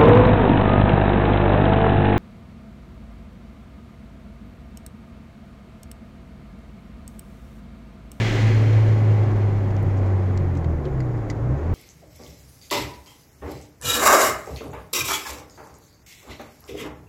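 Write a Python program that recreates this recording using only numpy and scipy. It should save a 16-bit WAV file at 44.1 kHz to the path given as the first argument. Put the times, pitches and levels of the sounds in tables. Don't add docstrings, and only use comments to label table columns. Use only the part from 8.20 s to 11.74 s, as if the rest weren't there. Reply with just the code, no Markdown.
import sys
import numpy as np
from scipy import signal
from scipy.fft import rfft, irfft, next_fast_len
from scipy.io import wavfile
from scipy.ndimage import uniform_filter1d, map_coordinates

SR = 44100
rng = np.random.default_rng(int(sys.argv[2]) if len(sys.argv) > 2 else 0)


def dump(signal):
    limited = np.clip(np.atleast_2d(signal).T, -1, 1)
    pcm = np.round(limited * 32767).astype(np.int16)
    wavfile.write(sys.argv[1], SR, pcm)


def natural_amplitude(level_db):
    exponent = np.asarray(level_db, float) / 20
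    return 10 ** exponent


N = 156114


def unit(x):
    return x / np.sqrt(np.mean(x ** 2) + 1e-20)


def along(points, hz):
    f, v = np.transpose(points)
    return np.interp(np.log(hz + 1), np.log(f + 1), v)


def curves(rows):
    s, *cols = np.transpose(rows)
    return [np.interp(np.arange(N) / SR, s, c) for c in cols]


def wobble(rate):
    return map_coordinates(rng.standard_normal(1000), [np.arange(N) * rate / SR])


def filtered(x, response):
    m = next_fast_len(len(x) + 8192)
    return irfft(rfft(x, m) * response(np.fft.rfftfreq(m, 1 / SR)), m)[:len(x)]


def ringing(peaks, hz):
    return sum(natural_amplitude(db) * hz * w / np.hypot(c * c - hz * hz, hz * w + 1) for c, w, db in peaks)


def rush(response, patchy_db):
    z = signal.stft(rng.standard_normal(N + 512), nperseg=512)[2]
    field = rng.standard_normal(z.shape)
    field = uniform_filter1d(uniform_filter1d(field, 6, 0), 12, 1)
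    patchy = signal.istft(z * natural_amplitude(patchy_db * unit(field)), nperseg=512)[1][:N]
    return unit(filtered(patchy, response))


def octave_band(f, hz, octaves):
    return np.exp(-np.log2((f + 1) / hz) ** 2 / octaves ** 2)


def road():
    # pitch_hz, level_db (per Hz)
    tyre_wind = [(250, -10), (330, -7.5), (550, -14.5), (900, -19.5), (2000, -31), (2900, -44), (4500, -50),
                 (7000, -55.5)]
    # pitch_hz, width_hz, level_db
    panels = [(286.6, 27, 1), (367.4, 18, 2.5), (553.6, 26, 2.5), (790, 30, 3), (1074, 27, -2.5),
              (2100, 800, -8.5), (6900, 610, 6)]
    # pitch_hz, level_db (per Hz)
    low_thrum = [(15, -16.5), (30, 0), (60, -7.5), (130, 0), (200, -10), (400, -20.5)]
    cancelled = [(336, 9.5, 0)]

    def body_response(hz):
        colour = natural_amplitude(along([(140, -42.5)] + tyre_wind + [(16500, -71.5)], hz))
        return colour * (1 + 0.78 * ringing(panels, hz)) * (1 - 0.6 * ringing(cancelled, hz))

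    def thrum_response(hz):
        return natural_amplitude(along([(5, -61)] + low_thrum + [(900, -89.5)], hz))

    body = rush(body_response, patchy_db=-0.06)
    thrum = rush(thrum_response, patchy_db=-1.5)
    fade_db = -1.54 * (np.arange(N) / SR - 1.8)
    body_db = -32.5 + fade_db + 0.98 * wobble(3.715) + 0.22 * wobble(30.5)
    return natural_amplitude(body_db) * body + natural_amplitude(-29.5 + 0.36 * wobble(6)) * thrum


def trim_buzz():
    band = rush(lambda f: octave_band(f, 6900, 0.63), patchy_db=1.5)
    return natural_amplitude(-73 + 2.5 * wobble(45)) * band


def rattles():
    # start_s, peak_db
    clicks = [(0.6394, -52), (1.504, -40.5), (1.5654, -39), (1.7005, -50), (1.7692, -45), (1.8594, -46),
              (2.058, -42), (2.1658, -40), (2.175, -32), (2.3516, -37.5), (2.3715, -39.5), (2.4446, -37.5),
              (2.645, -43), (2.6534, -39), (2.8036, -37.5), (2.9757, -47), (3.1003, -29.5), (3.3762, -46)]
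    # pitch_hz, width_octaves, t60_s
    colours = [(4500, 0.97, 0.021), (5000, 1.2, 0.041), (5600, 0.71, 0.021), (6000, .6, .05),
               (5900, 0.83, 0.13), (6200, 0.85, 0.11), (5000, 0.88, 0.025), (5600, 0.96, 0.019),
               (5600, .6, 0.019), (2332, 0.4, 0.047), (6700, .5, 0.045), (1898, 0.88, 0.031),
               (3600, 0.35, 0.034), (2980, 0.49, 0.064), (5170, 2.6, 0.028), (4320, 0.53, 0.033),
               (5100, .8, 0.051), (6600, 0.22, .07)]
    # start_s, peak_db
    linkage = [
        (2.8041, -40),
        (3.1002, -33),
    ]
    # pitch_hz, level_db, t60_s
    lever = [(2030, 0.5, 0.043), (2250, -7.5, .04), (4318, -12, .04), (4800, -9, 0.035), (6860, -7, 0.026)]
    # start_s, level_db, pitch_hz
    thumps = [
        (.19, -24, 290),
        (.22, -25, 200),
        (2.335, -22, 285),
        (2.65, -22, 370),
        (2.65, -28, 525),
        (3.10, -23, 303),
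    ]
    out, t = np.zeros(N + SR), np.arange(SR // 5) / SR

    def add(start_s, sound):
        out[round(start_s * SR):][:len(t)] += sound

    for (s, db), (pitch_hz, octaves, t60_s) in zip(clicks, colours):
        def contact(f):
            return octave_band(f, pitch_hz, octaves) + natural_amplitude(-13.5) * (f > 1200)

        burst = unit(filtered(rng.standard_normal(len(t)), contact))
        hard = db > -40
        decay = natural_amplitude(-60 * t / t60_s) + hard * natural_amplitude(1.5 - 60 * t / 0.007)
        rise = 1 - np.exp(-t / (0.0003 if hard else 0.003))
        add(s, natural_amplitude(db - 7) * decay * burst * rise)
    for s, db in linkage:
        ring = np.zeros(len(t))
        for hz, level_db, t60_s in lever:
            struck_db = level_db + rng.normal(0, 1.5)
            ring += natural_amplitude(struck_db - 60 * t / t60_s) * np.sin(2 * np.pi * hz * t)
        add(s, natural_amplitude(db + 1.5) * ring)
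    for s, db, hz in thumps:
        swell = natural_amplitude(db - 60 * t / 0.2) * (1 - np.exp(-t / 0.012))
        add(s, swell * np.sin(2 * np.pi * hz * t))
    return out[:N]


def mount():
    # start_s, peak_db
    ticks = [
        (1.6289, -43),
        (3.091, -53.5),
    ]
    out = np.zeros(N)
    for s, db in ticks:
        out[round(s * SR):][:2] += natural_amplitude(db + 10.5) * np.array([1, -1])
    return out


def gearbox():
    # time_s, pitch_hz, level_db
    hum = [(2.2, 352.6, -45), (2.6, 330, -41.5), (2.9, 317.3, -38.5), (3.15, 294, -43), (3.54, 282, -42)]
    hz, db = curves(hum)
    phase = 2 * np.pi * np.cumsum(hz) / SR + 0.49 * wobble(17)
    return np.sqrt(2) * natural_amplitude(db + 2.3 * wobble(18)) * np.sin(phase)


def boost_air():
    # time_s, pressure_db
    pressure = [(0, -28.5), (.12, -30), (.33, -35), (.4, -36.5), (.82, -42.5), (1.5, -49), (2.2, -51.5),
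                (3.2, -70), (3.54, -56)]
    # pitch_hz, level_db (per Hz)
    hiss = [(700, -18.5), (1300, -7.5), (1700, -7), (2100, -5.5), (2700, -8.5), (4400, -15), (6900, -18.5),
            (9000, -32)]
    # pitch_hz, width_hz, level_db
    duct = [(1620, 30, -3), (1725, 32, 0), (2015, 60, 4.5), (2200, 35, -2), (2280, 20, -1), (2490, 40, -4),
            (2783, 28, -1), (3078, 35, -2), (3315, 28, 0), (4197, 25, 1)]
    low_split_hz, top_split_hz = 2600, 8300

    def colour(hz):
        return natural_amplitude(along([(300, -70.5)] + hiss + [(16000, -40)], hz)) * (1 + 2.1 * ringing(duct, hz))

    def above(hz, edge_hz):
        return hz ** 4 / (hz ** 4 + edge_hz ** 4)

    def middle(hz):
        return above(hz, low_split_hz) * (1 - above(hz, top_split_hz) ** 2)

    low = rush(lambda hz: colour(hz) * (1 - above(hz, low_split_hz)), patchy_db=0.27)
    high = rush(lambda hz: colour(hz) * middle(hz), patchy_db=0.25)
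    top = rush(lambda hz: colour(hz) * above(hz, top_split_hz) ** 2, patchy_db=1.3)
    db, = curves(pressure)
    drop_db = db - db.max()
    layers = natural_amplitude(drop_db) * low
    layers += natural_amplitude(-2 + 1.26 * drop_db) * high
    layers += natural_amplitude(-25 + 0.77 * drop_db) * top
    return natural_amplitude(db.max() - 3 + 0.63 * wobble(60)) * layers


def engine():
    # time_s, firing_hz, load_db, bark_db (lift of the upper orders)
    drive = [(0, 112.9, -20, 8), (.14, 109, -24.5, 1), (.25, 109.1, -15.5, 2.5), (.62, 108.1, -15, -14.5),
             (.74, 107.5, -16, 1), (.9, 106.4, -16, -2), (1.05, 104.7, -18, 0), (1.53, 99.5, -20, -1),
             (2.2, 93.27, -18.5, -1.5), (2.37, 85.5, -22.5, 1.5), (2.5, 80.55, -18, -5.5),
             (2.63, 72.43, -23.5, -5), (2.8, 64.8, -21, -0.5), (3.12, 51.4, -27.5, .5),
             (3.31, 64.16, -16, -2.5), (3.4, 74, -23.5, -8.5), (3.48, 83.4, -21, 2.5),
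             (3.54, 90.1, -18.5, 3.5)]
    # pitch_hz, gain_db
    pipe = [(40, -12), (62, -12), (82, -2.5), (110, 0.5), (135, 3), (170, -11), (220, -17.5), (400, -22)]
    # multiple_of_firing_rate, level_db, unsteadiness_db
    firing = [(.5, -18, 4), (1, 0, .7), (1.5, -19, 3), (2.01, -3, .8), (2.5, -17, 4), (3.01, -13, 4),
              (4.5, -6, 2.5)]
    unsteady_per_s = 22
    hz, load_db, bark_db = curves(drive)
    hz = uniform_filter1d(hz, 2000)
    turn = 2 * np.pi * np.cumsum(hz) / SR + 0.04 * wobble(unsteady_per_s)
    out = np.zeros(N)
    for multiple, level_db, sway_db in firing:
        order = round(2 * multiple) / 2
        db = load_db + level_db + sway_db * wobble(unsteady_per_s) + along(pipe, order * hz)
        if 2 <= round(order) < 4:
            db = db + bark_db
        if order > 4:
            db = db + 1.3 * (load_db - load_db.max())
        out += np.sqrt(2) * natural_amplitude(db) * np.sin(order * turn + 2 * np.pi * rng.random())
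    return out


def scene():
    def port(hz):
        return natural_amplitude(-16 * hz ** 14 / (hz ** 14 + 8030 ** 14))

    behind_port = filtered(road() + trim_buzz() + rattles(), port)
    return (behind_port + mount() + gearbox() + boost_air() + engine())[None]


def top_cut(x):
    return signal.sosfilt(signal.butter(12, 15830, fs=SR, output="sos"), x)


def record(dry):
    # pitch_hz, level_db
    self_slope = [(8000, 1), (14800, 0.5), (15300, -3), (15800, -13.5)]
    hiss = filtered(rng.standard_normal(N), lambda hz: natural_amplitude(-70.5 + along(self_slope, hz)))
    return top_cut(dry + hiss)


dry = scene()
out = record(dry)
dump(out)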